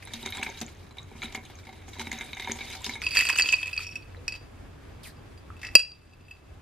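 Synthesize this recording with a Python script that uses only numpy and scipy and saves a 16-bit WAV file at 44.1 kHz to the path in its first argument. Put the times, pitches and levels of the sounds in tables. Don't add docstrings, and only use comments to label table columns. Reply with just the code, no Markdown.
import sys
import numpy as np
from scipy import signal
from scipy.io import wavfile
from scipy.ndimage import uniform_filter1d

SR = 44100
rng = np.random.default_rng(int(sys.argv[2]) if len(sys.argv) > 2 else 0)


def digitize_waveform(pressure):
    field = np.atleast_2d(pressure).T
    bounded = np.clip(field, -1, 1)
    quanta = np.round(bounded * 32767).astype(np.int16)
    wavfile.write(sys.argv[1], SR, quanta)


N = 291501
TIME = np.arange(N) / SR
CUT_S, DRAINED_S = 3.02, 4.2
LEFT_RIGHT = np.array([[1], [-1]])


def amp(db):
    return 10 ** (np.asarray(db) / 20)


def rms_one(x):
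    return x / np.sqrt(np.mean(x ** 2) + 1e-20)


def in_time(rows):
    s, *columns = np.transpose(rows)
    return [np.interp(TIME, s, c) for c in columns]


def at_hz(points, hz):
    points = np.array(points)
    return np.interp(np.log(hz), np.log(points[:, 0] + 1), points[:, 1])


def drift(rate_hz):
    r = np.exp(-80 * np.pi * rate_hz / SR)
    noise = rng.standard_normal(N // 40 + 2002)
    slow = signal.lfilter([1], [1, -2 * r, r * r], noise)[2000:]
    return np.interp(np.arange(N) / 40, np.arange(len(slow)), rms_one(slow))


def banded_noise(spectrum, likeness, patchy_db, grain_db=0):
    out, together = 0, drift(8.0)
    edges_hz = 20 * 2 ** np.arange(0, 10, .5)
    white = rng.standard_normal((2, 2, N))
    for k, (low, high) in enumerate(zip(edges_hz, np.r_[edges_hz[1:], .4 * SR])):
        band = signal.butter(2, [low, high], "band", fs=SR, output="sos")
        mid, side = signal.sosfilt(band, white[k % 2])
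        hz = np.sqrt(low * high)
        alike = np.clip(at_hz(likeness, hz), -1, 1)
        flicker_db = patchy_db * (together + drift(18)) + grain_db * drift(72.0)
        stereo = np.sqrt(1 + alike) * mid + np.sqrt(1 - alike) * side * LEFT_RIGHT
        out = out + amp(at_hz(spectrum, hz) + flicker_db) * stereo
    return rms_one(out)


def ring(clicks, hz, pitch, t60, lead, contact_s):
    turn = np.exp(2j * np.pi * hz * np.cumsum(pitch) / SR)
    soft = np.exp(-1 / (max(contact_s, 1e-4) * SR))
    poles = np.convolve([1, -amp(-60 / (t60 * SR))], [1, -soft])
    swing = signal.lfilter([1 - soft], poles, clicks / turn + 1e-18) * turn
    return np.imag(swing * np.exp(.5j * lead * LEFT_RIGHT))


# f/Hz, lead/rad (scaled down below 4 kHz)
LEAD_STANDING = [(0, -2), (3880, 0.28), (5680, 2), (6630, -1.2), (10400, 4), (12700, 1), (15400, -18)]
LEAD_HELD = [(0, -4), (4130, 0.26), (4480, -0.7), (5430, -1.5), (7320, 4.5), (7840, -2.5), (8700, 7),
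             (11700, -2.5), (15400, -5)]


def port_lead(lead, hz):
    return at_hz(lead, hz) * min(hz / 4000, 1)


def blips(rows, attack_s):
    out, t = np.zeros((2, N + SR)), np.arange(SR // 10) / SR
    for s, peak_db, hz, rise, cycles in rows:
        t60 = max(cycles, 2) / hz
        glide_hz = hz * (1 + (rise - 1) * np.minimum(t / (.5 * t60), 1))
        envelope = amp(peak_db - 60 * t / t60) * np.minimum(t / attack_s, 1)
        lead = port_lead(LEAD_STANDING if s < CUT_S else LEAD_HELD, hz)
        phase = 2 * np.pi * np.cumsum(glide_hz) / SR + lead / 2 * LEFT_RIGHT
        out[:, int(s * SR):][:, :len(t)] += envelope * np.sin(phase)
    return out[:, :N] * amp(2.5 * drift(150.0))


# f/Hz, width/Hz, level/dB re room tone
HUM = [(66.9, 12, -9), (89.6, 15, -4)]


def hum():
    out = 0
    for hz, width_hz, level_db in HUM:
        r, x = np.exp(-np.pi * width_hz / SR), rng.standard_normal(N + SR)
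        for _ in range(2):
            x = signal.lfilter([1, 0, -1], [1, -2 * r * np.cos(2 * np.pi * hz / SR), r * r], x)
        out = out + amp(level_db) * rms_one(x[SR:])
    return out


# f/Hz, relative level/dB
ROOM_TONE = [(12, -40), (20, -10.5), (76, -5.5), (102, -10.5), (124, -10), (225, -18.5), (295, -12.5),
             (495, -22), (552, -21), (1210, -25.5), (1470, -27.5), (1680, -27), (4480, -40), (12000, -49.5),
             (16000, -73)]
# f/Hz, left-right likeness (-1 to 1)
ROOM_LIKENESS = [(20, 1), (110, 1), (170, 0.4), (300, 0.16), (600, 0.11), (1650, 0.3), (5000, 0.2),
                 (13000, 0.0985)]
ROOM_STANDING_DB, ROOM_HELD_DB = -50, -48


def room(held):
    level = amp(np.where(held, ROOM_HELD_DB, ROOM_STANDING_DB))
    return level * (banded_noise(ROOM_TONE, ROOM_LIKENESS, patchy_db=-0.7) + hum())


KITCHEN_T60_S, KITCHEN_DB = 0.3, -10.5


def kitchen(x):
    t = np.arange(SR // 2) / SR
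    noise = rng.standard_normal((2, len(t)))
    dull = signal.lfilter([.45], [1, -.55], noise)
    bright = noise - dull
    mid, side = dull * amp(-60 * t / KITCHEN_T60_S) + bright * amp(-110 * t / KITCHEN_T60_S)
    side = 0.48 * signal.lfilter(*signal.butter(1, 900., "high", fs=SR), side)
    echoes = np.array([mid + side, mid - side]) * np.minimum(t / 0.0065, 1)
    echoes = echoes / np.sqrt(np.sum(echoes ** 2) / 2)
    return amp(KITCHEN_DB) * signal.fftconvolve(x[None], echoes, axes=1)[:, :N]


# f/Hz, relative level/dB
SLOSH = [(60, -39), (120, -30), (250, 7), (600, 1.5), (1200, -16.5), (2500, -8), (6000, -24)]
# f/Hz, left-right likeness (-1 to 1)
SLOSH_LIKENESS = [(100, -0.31), (500, 0.051), (3000, 1), (7000, -0.68), (12000, 0.58)]
SLOSH_STIRRED_DB, SLOSH_STIRRED_FOLLOWS = -57, 0.98
SLOSH_HELD_DB, SLOSH_HELD_FOLLOWS = -61.5, 0.41


def slosh(swing_db, held):
    stirred_db = SLOSH_STIRRED_DB + SLOSH_STIRRED_FOLLOWS * swing_db
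    held_db = SLOSH_HELD_DB + SLOSH_HELD_FOLLOWS * swing_db
    noise = banded_noise(SLOSH, SLOSH_LIKENESS, patchy_db=2.0, grain_db=4.0)
    return amp(np.where(held, held_db, stirred_db)) * noise


# f/Hz, relative level/dB
HISS_COLOUR = [(710, -44), (1200, -23), (2120, -18), (3130, -14), (4190, -5), (6230, -16), (7330, -5),
               (13000, -14), (15700, -30)]
HISS_S, HISS_DB, HISS_ATTACK_S, HISS_HOLD_S, HISS_FADE_DB_PER_S = 5.029, -46, 0.0049, 0.041, 429.5
HISS_FROM_HZ, HISS_TO_HZ, HISS_SINK_S = 4750, 1740, 0.016


def hiss():
    t = np.maximum(TIME - HISS_S, 0)
    fade_db = HISS_FADE_DB_PER_S * np.maximum(t - HISS_ATTACK_S - HISS_HOLD_S, 0)
    envelope = np.minimum(t / HISS_ATTACK_S, 1) ** 2 * amp(HISS_DB - fade_db)
    sink = np.exp(-np.maximum(t - HISS_ATTACK_S, 0) / HISS_SINK_S)
    centre_hz = HISS_TO_HZ + (HISS_FROM_HZ - HISS_TO_HZ) * sink
    falling = ring(rng.standard_normal(N), 1.0, centre_hz, t60=0.0084, lead=0, contact_s=.0001)
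    noise = banded_noise(HISS_COLOUR, SLOSH_LIKENESS, patchy_db=2.0, grain_db=1.0)
    return envelope * (noise + amp(-3.5) * rms_one(falling[1]))


SQUELCH_S, SQUELCH_DB, SQUELCH_HOLD_S, SQUELCH_FADE_DB_PER_S = 5.63, -39, 0.026, 400
SQUELCH_HZ, SQUELCH_T60_S = 2000, 0.012


def squelch():
    t = np.maximum(TIME - SQUELCH_S, 0)
    fade_db = SQUELCH_FADE_DB_PER_S * np.maximum(t - SQUELCH_HOLD_S, 0)
    envelope = np.minimum(t / 0.003, 1) * amp(SQUELCH_DB - fade_db + 3.0 * drift(90.0))
    noise = rng.standard_normal(N)
    return envelope * rms_one(ring(noise, SQUELCH_HZ, np.ones(N), SQUELCH_T60_S, lead=0, contact_s=.0001))


GURGLES_PER_S, GURGLE_DB, GURGLE_RISE, GURGLE_CYCLES = 30, -49.5, 1.22, 13.3
GURGLE_LOW_HZ, GURGLE_HIGH_HZ = 450, 1710


def gurgles(swing_db):
    when, size, tone = rng.random((int(GURGLES_PER_S * CUT_S), 3)).T
    s = when * CUT_S
    level_db = GURGLE_DB + 0.37 * swing_db[(s * SR).astype(int)] + 10.0 * (size - .5)
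    hz = GURGLE_LOW_HZ * (GURGLE_HIGH_HZ / GURGLE_LOW_HZ) ** tone
    return blips([(*row, GURGLE_RISE, GURGLE_CYCLES) for row in zip(s, level_db, hz)], attack_s=0.0031)


# t/s, level/dB, f/Hz, glide factor, cycles to die away
SHORT_RINGS = [(0.141, -39, 236, 0.95, 42), (0.3835, -28, 3300, 1.1, 40), (0.392, -30, 3700, 1.15, 50),
               (0.4269, -19.5, 1870, 3, 61), (0.447, -33, 2210, 1.02, 30), (0.4635, -22, 2240, 1.16, 39),
               (0.481, -35.5, 983, 0.4, 71), (.62, -30, 700, 1.17, 26), (0.629, -23.5, 318, 0.35, 5.2),
               (1.001, -46.5, 1060, 1.4, 71), (1.154, -47, 738, 1.1, 18), (1.191, -47, 240, 0.91, 16),
               (1.23, -31, 1320, 1.1, 37), (1.234, -23.5, 3020, 0.94, 21), (1.245, -37.5, 240, 1, 17),
               (1.35, -36, 797, 0.92, 54), (1.69, -40, 800, 0.94, 34), (1.965, -40.5, 980, 0.95, 74),
               (2.003, -35.5, 913, 0.9, 57), (2.072, -36, 247, 0.95, 23), (2.473, -31.5, 933, 1.03, 72),
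               (2.489, -34, 490, 1.1, 14), (2.497, -30, 1500, 2.5, 72), (2.81, -38.5, 955, 1.13, 48),
               (2.865, -36, 970, 1, 83), (2.885, -37, 245.5, 1.06, 29), (3.17, -10.5, 1930, 0.92, 26),
               (3.2078, -7.5, 1800, 1.3, 34), (3.295, -11.5, 1560, 2.3, 57), (3.301, -20.5, 1040, 0.93, 19),
               (3.36, -17, 2880, 1.05, 71), (3.397, 1, 2170, 0.76, 11), (3.488, -6, 3040, 0.9, 36),
               (3.629, -14.5, 3240, 0.99, 32), (3.792, -25.5, 1390, 0.83, 20),
               (4.147, -28.5, 1320, 2.06, 6.4), (4.168, -52.5, 3950, 1.01, 270),
               (4.175, -46.5, 474, 1.1, 110), (5.503, -30, 1260, 1.08, 24), (5.632, -29.5, 1670, 1.4, 30),
               (5.671, -34, 1948, 0.98, 30), (5.7542, -13.5, 560, 1.2, 7.2)]


def short_rings():
    return blips(SHORT_RINGS, attack_s=0.00097)


def cracks(t60):
    clicks = np.zeros(N)
    for s, peak_db, _, _, grit_db in KNOCKS:
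        clicks[int(s * SR)] = amp(peak_db + grit_db)
    return signal.lfilter([1], [1, -amp(-60 / (t60 * SR))], clicks + 1e-18)


CRACKLE_PER_S, CRACKLE_CYCLES, CRACKLE_TILT_DB = 900, 12, 2.5
CRACKLE_LOW_HZ, CRACKLE_HIGH_HZ = 1500, 12200


def crackle():
    born = rng.random(N) < CRACKLE_PER_S * amp(5.0 * drift(30.0)) / SR
    sizes = born * amp(4.34 * np.minimum(rng.exponential(1, N), 4)) * rng.choice([-1, 1], N)
    dealt, out = rng.integers(0, 12, N), 0
    for k, hz in enumerate(np.geomspace(CRACKLE_LOW_HZ, CRACKLE_HIGH_HZ, 12)):
        r, w = amp(-60 * hz / (CRACKLE_CYCLES * SR)), 2 * np.pi * hz / SR
        poles = [1, -2 * r * np.cos(w), r * r]
        grain = signal.lfilter([np.sin(w)], poles, sizes * (dealt == k) + 1e-18)
        lead = port_lead(LEAD_STANDING, hz)
        left = np.cos(lead) * grain + np.sin(lead) * np.gradient(grain) / np.sin(w)
        out = out + amp(CRACKLE_TILT_DB * k / 11) * np.array([left, grain])
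    return rms_one(out)


# f/Hz, relative level/dB
CRUNCH = [(900, -18), (1800, -1), (3500, -1), (6000, -5.5), (8800, -9), (11000, -9.5), (13200, -22),
          (15000, -34)]
CRACKLE_STANDING_DB, CRACKLE_HELD_DB = -9, -7


def crunch(motion_db, held):
    grinding = amp(motion_db + 0.57 * drift(94.0)) + cracks(t60=0.077)
    noise = banded_noise(CRUNCH, SLOSH_LIKENESS, patchy_db=3.0, grain_db=1.0)
    crackle_db = np.where(held, CRACKLE_HELD_DB, CRACKLE_STANDING_DB)
    return grinding * (amp(-3.0) * noise + amp(crackle_db) * crackle())


# t/s, level/dB, f/Hz
TICKS = [(0.0527, -26, 9270), (0.1387, -33.5, 6400), (.2259, -34.5, 8300), (0.2617, -33, 6560),
         (.3044, -24, 11400), (.3711, -28.5, 7650), (0.432, -26.5, 8150), (.5003, -33.5, 6340),
         (0.5904, -36, 6400), (0.6044, -29, 7200), (0.6137, -25, 6100), (0.6643, -39, 6860),
         (1.0306, -45, 6600), (1.3468, -31, 6860), (1.452, -41, 6500), (1.5549, -42, 6330),
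         (1.8884, -41, 6650), (2.0108, -33, 6160), (2.116, -26.5, 6860), (2.1879, -34, 6400),
         (2.3494, -38, 6320), (2.5192, -19.5, 6540), (2.7147, -36.5, 6160), (2.8195, -38, 7400),
         (2.8439, -27, 6400), (2.863, -25.5, 5080), (3.0116, -42, 6300), (3.023, -33, 5370),
         (3.1077, -32, 10500), (3.1492, -32, 7800), (3.1642, -21, 5560), (3.207, -19, 7550),
         (3.2515, -18, 8150), (3.2984, -16.5, 5340), (3.3468, -30, 8000), (3.3608, -36, 6650),
         (3.3757, -16.5, 6580), (3.3863, -13, 7900), (3.4076, -22, 7900), (3.4216, -16, 6600),
         (3.473, -24, 6500), (3.4865, -23, 6610), (3.5232, -16, 6580), (4.2807, -22.5, 5360),
         (5.669, -29.5, 4830), (5.7534, -5.5, 5300)]
# t/s, level/dB
STRAW_RINGS = [(3.8332, -34), (3.85, -54), (3.867, -30), (3.912, -39.5), (3.932, -55), (3.955, -34.5),
               (5.614, -50), (5.6508, -45), (5.672, -41.5)]
STRAW_HZ, STRAW_CYCLES = 5540, 340
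FAINT_TICKS, FAINT_TICK_DB, FAINT_TICK_HZ = 30, -50.5, 6500
TICK_CYCLES, TICK_SPREAD = 31, 0.033
AFTER_RING_DB, AFTER_RING_CYCLES = -9.5, 190


def ticks():
    when, size, tone = rng.random((FAINT_TICKS, 3)).T
    faint_db = FAINT_TICK_DB + 8.0 * (size - .5)
    faint = np.c_[when * CUT_S, faint_db, FAINT_TICK_HZ * (1 + .3 * (tone - .4))]
    rows = [(s, level_db - 6.7 * abs(k), hz * (1 + TICK_SPREAD * k), 1, TICK_CYCLES)
            for s, level_db, hz in [*TICKS, *faint] for k in (-1, 0, 1)]
    rows += [(s, level_db + AFTER_RING_DB, hz, 1, AFTER_RING_CYCLES) for s, level_db, hz in TICKS]
    rows += [(s, level_db, STRAW_HZ, 1, STRAW_CYCLES) for s, level_db in STRAW_RINGS]
    return blips(rows, attack_s=0.00046)


# t/s, level/dB, then thud, upper ring, grit, each dB re level
KNOCKS = [(0.0243, -49, -22, -14, 2), (0.059, -44, -21, 7, -9), (0.073, -30.5, -23, -5, -15),
          (0.1355, -35.5, -7, 9, -3), (0.229, -41.5, 3, 15, -13.5), (0.254, -44, -25, -2, -1),
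          (0.26, -25, -11.5, 2.5, -10), (0.2887, -43, -24, 14.5, -8), (0.3234, -24.5, -47, -2, -24),
          (0.3484, -32, -16, -10, -13), (0.371, -27, -15, -9, -19), (.3945, -35, -0.5, -2, -24),
          (0.4137, -24.5, -13.5, -24, -21), (0.4301, -25, -13, -18, -6), (0.466, -24, -16, -7, -37),
          (0.4892, -37.5, -1.5, 3, -19), (.5462, -46, -19, 10, -20), (0.5726, -41, -26, 9, -8),
          (0.6132, -37.5, 5, 9.5, 6.5), (0.68, -38, -27, -13, -20), (0.83, -52, -16, -5, -16),
          (.8663, -50, -12, -3, -9), (0.909, -44.5, -6, 2, -12), (0.9696, -42.5, -6, -3, -5),
          (0.9838, -36.5, -15, 7, -25), (1.0873, -57, -12, -12, -21), (1.114, -43.5, 2.5, -25, -24),
          (1.1535, -39, -2, -32, -27), (1.1953, -57, -13, 0, -14), (1.219, -26, -33, -3, -30),
          (1.226, -23, -28, -24, -24), (1.234, -36.5, -7, 6, -10), (1.2427, -32, -12, 2, -17),
          (1.256, -28, -28, -10, -38), (1.28, -36, -15, -18, -32), (1.323, -37, -8, -18, -10),
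          (1.3481, -23.5, -14, -19, -11.5), (1.3745, -32.5, -7.5, -19, -41), (1.432, -47, -4, -2, -18),
          (1.4516, -48, -16, 7, -8), (1.4992, -45.5, 2, 1, -16), (1.5877, -47.5, -9, 0, -6),
          (1.598, -55, -10, -2, -6), (1.6516, -50, -22, -7.5, -5), (1.669, -38, -9.5, -13, -13),
          (1.691, -38.5, -16.5, -11, -14), (1.727, -40, -5.5, -7, -15), (1.773, -44, -18, -13, -26),
          (1.8363, -54, -1, -10, -20), (1.8806, -42, -2, -20, -6), (1.9329, -40, -15, 1, -13),
          (1.9539, -38, -13, -16, -28), (1.9856, -38.5, -3, -3, -16), (1.9952, -25.5, -14, 0, -9.5),
          (2.0037, -32.5, -10, -9, -11), (2.012, -34, -10, -3, -3), (2.0706, -33.5, -3.5, -27, -8),
          (2.116, -23, -19.5, -11, -10.5), (2.128, -27, -12.5, -6, -10), (2.145, -35, -12, -15, -18),
          (2.1782, -39, -35, 4, -17), (2.2095, -24.5, -19.5, -4.5, -22), (2.2876, -48, -21, -15, -23),
          (2.3314, -23, -24, -7.5, -36), (2.369, -27, -20, -16, -19), (2.3972, -23, -19, -9, -17),
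          (2.4222, -25, -28, -11.5, -21), (2.445, -26.5, -21, -3, -23), (2.4738, -25.5, -9.5, -9, -29),
          (2.484, -28.5, -15.5, -12, -19), (2.4956, -30, -1, -6, -27), (2.505, -32.5, -18, -4, -29),
          (2.5131, -25.5, -10, -11, -7.5), (2.555, -32, -11, -16, -25), (2.5879, -30, -15, -8, -22),
          (2.6072, -27, -11, -4, -30), (2.6783, -43.5, -31, 10, -21), (2.7, -32.5, -15, 0.5, -8),
          (2.727, -34.5, -19, -6, -11), (2.75, -34, -9.5, -25, -10), (2.844, -31.5, -25, 8, -4.5),
          (2.8641, -35, -3, -27, -4.5), (2.8936, -20.5, -22.5, -18, -24.5), (2.936, -33, -23, 2.5, -28),
          (2.9544, -25, -18, -15.5, -43), (3.0174, -16, -60.5, -19.5, -21), (3.037, -27, -36, -10, -18),
          (3.066, -15, -22.5, -11, -29), (3.1086, -37.5, -22, 15.5, -26), (3.152, -19.5, -38, -28, -8),
          (3.1701, -13.5, -24, 3, -16), (3.179, -12.5, -34.5, -19, -28), (3.1896, -11.5, -39, -15.5, -9.5),
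          (3.208, -11.5, -50, -21, -15), (3.253, -17, -41, -14.5, -9), (3.269, -27, -28.5, 8, -20),
          (3.2884, -11.5, -33, -26.5, -14), (3.295, -21, -28, -16, -19.5), (3.2994, -10, -29, -20, -23.5),
          (3.3282, -27.5, -13, 6, -4), (3.3592, -24.5, -26, -3.5, -4), (3.3867, -16, -31, -16, -10.5),
          (3.397, -3.5, -38, -20.5, -41.5), (3.409, -33.5, -28, 6, -18), (3.422, -23, -38, 15.5, -16),
          (3.4415, -21, -13.5, -12, -28.5), (3.4587, -20, -14.5, -3, -34), (3.489, -11.5, -48, -13, -20),
          (3.5262, -10, -30, -22, -17), (3.535, -14, -16.5, -18.5, -29), (3.5398, -10, -30, -11.5, -37),
          (3.5703, -38, -28, -20, -17), (3.616, -31, -21, -11, -16), (3.63, -16, -23, -21, -29),
          (3.6584, -20, -29, -27, -20), (3.6699, -18, -26, -29, -23.5), (3.678, -22, -29, -24, -22),
          (3.693, -26.5, -19, -27, -20), (3.712, -45, -28, -5, -2), (3.73, -24, -21, -2, -22),
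          (3.764, -17.5, -50, -32, -34), (3.7773, -20, -32, -0.5, -37), (3.8047, -20, -28, -29, -42),
          (3.8673, -30, -17, -20, -19), (3.9227, -36, -22, -14, -14), (3.9557, -23.5, -45, -23, -18),
          (4.0232, -47.5, -17, 2, -9), (4.2799, -21, -18, -12.5, -18), (4.3224, -29, -19, -5, -14),
          (4.34, -34.5, -11, -13.5, -18), (4.352, -32, -2, -11, -31), (4.359, -48, -2, -9, -4),
          (5.168, -60.5, -10, 5, -15), (5.376, -59.5, -9.5, 13, -5), (5.566, -49, -13, -17.5, -4.5),
          (5.593, -52, 4, -8.5, 0), (5.6154, -41.5, -7, -4, -8), (5.631, -40.5, -24.5, -3.5, -10.5),
          (5.649, -28, -27.5, -15, -23.5), (5.668, -32, -11, -15.5, -16), (5.689, -38, -22.5, -16.5, -28),
          (5.713, -45, -25.5, -12, -24.5), (5.753, 2.5, -35, -3, -18.5), (5.7939, -14, -38.5, -2, -16.5),
          (5.8, -19, -31.5, -4.5, -20), (5.85, -34, -25, 8, -24.5), (5.918, -41, -25, 21, -30.5),
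          (6.1345, -48.5, -6.5, -9, -15), (6.2086, -48, -8, -23, -20), (6.2493, -54.5, -6.5, -12, -17),
          (6.283, -37.5, -13, -26, -25), (6.3093, -33, -14, -17, -35), (6.312, -31, -14, -18, -28),
          (6.338, -43, -14, -20, -27), (6.352, -49, -12, -20, -25), (6.3664, -51.5, -8, -14.5, -19)]
COLOUR_HZ = [500, 2400, 4400, 6500]
# f/Hz, left-right/dB
GLASS_BALANCE = [(300, 0.5), (1000, 0), (2600, -0.6), (4700, -1.4), (12000, -1.9)]
# f/Hz, relative level/dB
ICE = [(300, -25), (1000, -15.5), (2200, -16), (4000, -16.5), (7000, -7), (11000, -22), (15000, -31)]
RATTLE_PER_S, RATTLE_CLUMP_DB = 300, 3.0
TREBLE_FOLLOWS_GRIT, TREBLE_FOLLOWS_PEAK = 0.32, 0.32


def ice_in_glass(span, modes, pitch, lead, rattle_db, ring_db, knock_db, contact_s, pan_db, wander,
                 flutter_db, rattle_bright_db, pan_spread_db, sustain, spot_db, treble_db):
    rows = np.array([c for c in KNOCKS if span.start <= c[0] * SR < span.stop])
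    at, size = (rows[:, 0] * SR).astype(int) - span.start, span.stop - span.start
    treble = TREBLE_FOLLOWS_GRIT * rows[:, 4] + TREBLE_FOLLOWS_PEAK * rows[:, 1] + treble_db
    colour = np.c_[rows[:, 2], 0 * at, rows[:, 3], treble]
    sides = amp((pan_db + pan_spread_db * rng.standard_normal(len(at))) / 2 * LEFT_RIGHT)
    clumps = amp(RATTLE_CLUMP_DB * drift(25.0))[span]
    small = np.flatnonzero(rng.random(size) < RATTLE_PER_S * clumps / SR)
    strength_db = 1.9 * np.minimum(rng.exponential(1, len(small)), 4) + rattle_db[span][small]
    glass = [(hz, level_db + ring_db, sustain * t60, spot_db) for hz, level_db, t60 in modes]
    cubes = [(hz, at_hz(ICE, hz) + knock_db, 22.0 / hz + 0.0002, 4.0)
             for hz in np.geomspace(300, 14000, 16)]
    out = np.zeros((2, size))
    for hz, level_db, t60, spread_db in glass + cubes:
        tint_db = np.array([at_hz(np.c_[COLOUR_HZ, c], hz) for c in colour])
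        clicks = np.zeros((2, size))
        bright_db = rattle_bright_db * np.log2(hz / COLOUR_HZ[1])
        small_db = strength_db - 12.0 + bright_db + rng.normal(0, 5.5, len(small))
        clicks[:, small] = amp(small_db + pan_db / 2 * LEFT_RIGHT) * rng.choice([-1, 1], len(small))
        spots_db = spread_db * rng.standard_normal(len(at))
        blows = amp(rows[:, 1] + tint_db - np.median(tint_db) + spots_db)
        np.add.at(clicks, (slice(None), at), sides * blows * rng.choice([-1, 1]))
        damping_db = (flutter_db * drift(160.0))[span]
        gain = amp(level_db + damping_db + at_hz(GLASS_BALANCE, hz) / 2 * LEFT_RIGHT)
        bent = (pitch * (1 + wander * drift(13.6)))[span]
        out += gain * ring(clicks, hz, bent, t60, port_lead(lead, hz), contact_s)
    return out


# f/Hz, level/dB, t60/s; full and damped by the drink
STANDING = [(236.6, -9, 0.11), (384, -16.5, 0.15), (773.5, -11, 0.083), (958, -10, 0.13), (1710, -5, 0.029),
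            (2152, 0, 0.044), (2254, -3.5, 0.071), (2372, -7, 0.08), (3050, -6.5, .015), (3700, -3, 0.027),
            (3827, -4.5, 0.075), (4047, -11.5, 0.03), (5300, -33, 0.0134), (6400, -10, 0.014)]
# f/Hz, level/dB, t60/s
HELD = [(1002, -23.5, 0.076), (1960, -13, 0.022), (2415, -8, 0.026), (2634, 5.5, 0.062),
        (2824, -21.5, 0.021), (3370, -18.5, 0.029), (4763, -6, 0.071), (5410, -13, 0.03),
        (6650, -16, 0.033), (7846, -14, 0.029), (8150, -21.5, 0.028), (10170, -22.5, 0.027),
        (11920, -23, 0.03)]
# f/Hz, level/dB, t60/s
LINGERING = [(2640, -28, .3), (4766, -23, 0.41)]
RATTLE_DB, RATTLE_FOLLOWS = -37, 1.46
STANDING_RATTLE_DB, HELD_RATTLE_DB = -2, -1.5
TILT_START_S, TILT_END_S, TILT_FLAT = 4.3, 4.4, 0.021
DRAINED_ROUGHNESS = 0.11


def tumbler(swing_db):
    cut, drain = int(CUT_S * SR), int(DRAINED_S * SR)
    rattle_db = RATTLE_DB + RATTLE_FOLLOWS * swing_db
    full = np.clip((TILT_END_S - TIME) / (TILT_END_S - TILT_START_S), 0, 1)
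    tilt, wet = 1 - TILT_FLAT * full, DRAINED_ROUGHNESS + (1 - DRAINED_ROUGHNESS) * full
    wobble = 1 + .016 * drift(33.0)
    standing = ice_in_glass(
        slice(0, cut), STANDING, wobble, LEAD_STANDING, rattle_db + STANDING_RATTLE_DB,
        ring_db=-9.5, knock_db=-10.0, contact_s=0.00036, pan_db=-0.3, wander=0.021, flutter_db=3.0,
        rattle_bright_db=1.5, pan_spread_db=0.5, sustain=0.96, spot_db=2.5, treble_db=0.3)
    held = ice_in_glass(
        slice(cut, drain), HELD, tilt * wobble ** (0.59 * wet), LEAD_HELD, rattle_db + HELD_RATTLE_DB,
        ring_db=-6.0, knock_db=-16.0, contact_s=0.00024, pan_db=-1.4, wander=0.0058 * wet,
        flutter_db=2.6 * wet, rattle_bright_db=4.0, pan_spread_db=2.0, sustain=0.82, spot_db=1.1,
        treble_db=2.5)
    drained = ice_in_glass(
        slice(drain, N), HELD + LINGERING, tilt * wobble ** (0.45 * wet), LEAD_HELD, rattle_db,
        ring_db=-6.0, knock_db=-19.0, contact_s=0.00011, pan_db=1.4, wander=0.004 * wet,
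        flutter_db=3.1 * wet, rattle_bright_db=4.0, pan_spread_db=0.6, sustain=0.85, spot_db=1.46,
        treble_db=-4.5)
    return np.c_[standing, held, drained]


# t/s, level/dB
MOTION = [(0, -60), (.12, -51.5), (.19, -52.5), (.37, -44), (.49, -48), (.66, -55), (.93, -65.5),
          (1.3, -53.5), (1.47, -59.5), (1.72, -59.5), (1.93, -53.5), (2.07, -45.5), (2.4, -51.5),
          (2.6, -46), (2.98, -50.5), (3.1, -43.5), (3.2, -31.5), (3.33, -43.5), (3.4, -34), (3.58, -42),
          (3.69, -56), (3.83, -43), (4.02, -65.5), (4.82, -72), (5.65, -71.5), (5.77, -52.5), (6.0, -61),
          (6.61, -66.5)]
USUAL_MOTION_DB = -50
TICK_ECHO_DB = -0.5


def scene():
    motion_db, = in_time(MOTION)
    swing_db, held = motion_db - USUAL_MOTION_DB, TIME > CUT_S
    background = room(held)
    wet_noise = slosh(swing_db, held) + hiss() + crunch(motion_db, held)
    bright = ticks()
    glass = tumbler(swing_db) + short_rings() + gurgles(swing_db) + squelch()
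    echoes = kitchen((glass + amp(TICK_ECHO_DB) * bright).mean(0))
    return background + echoes + wet_noise + bright + glass


RELEASE_DB_PER_S, CUTOFF_HZ = 7.5, 15900


def record(dry):
    level_db = 10 * np.log10(uniform_filter1d(np.mean(dry ** 2, 0), 256) + 1e-12)
    over_db = np.maximum(level_db + 23.0, 0) * 0.41
    release_db = RELEASE_DB_PER_S * TIME
    held_db = np.maximum.accumulate(over_db + release_db) - release_db
    r = np.exp(-1 / (0.018 * SR))
    duck_db = signal.lfilter([1 - r], [1, -r], held_db)
    clipped = np.clip(dry * amp(-duck_db), -1, 1)
    return signal.sosfilt(signal.cheby2(12, 70, CUTOFF_HZ, fs=SR, output="sos"), clipped)


dry = scene()
out = record(dry)
digitize_waveform(out)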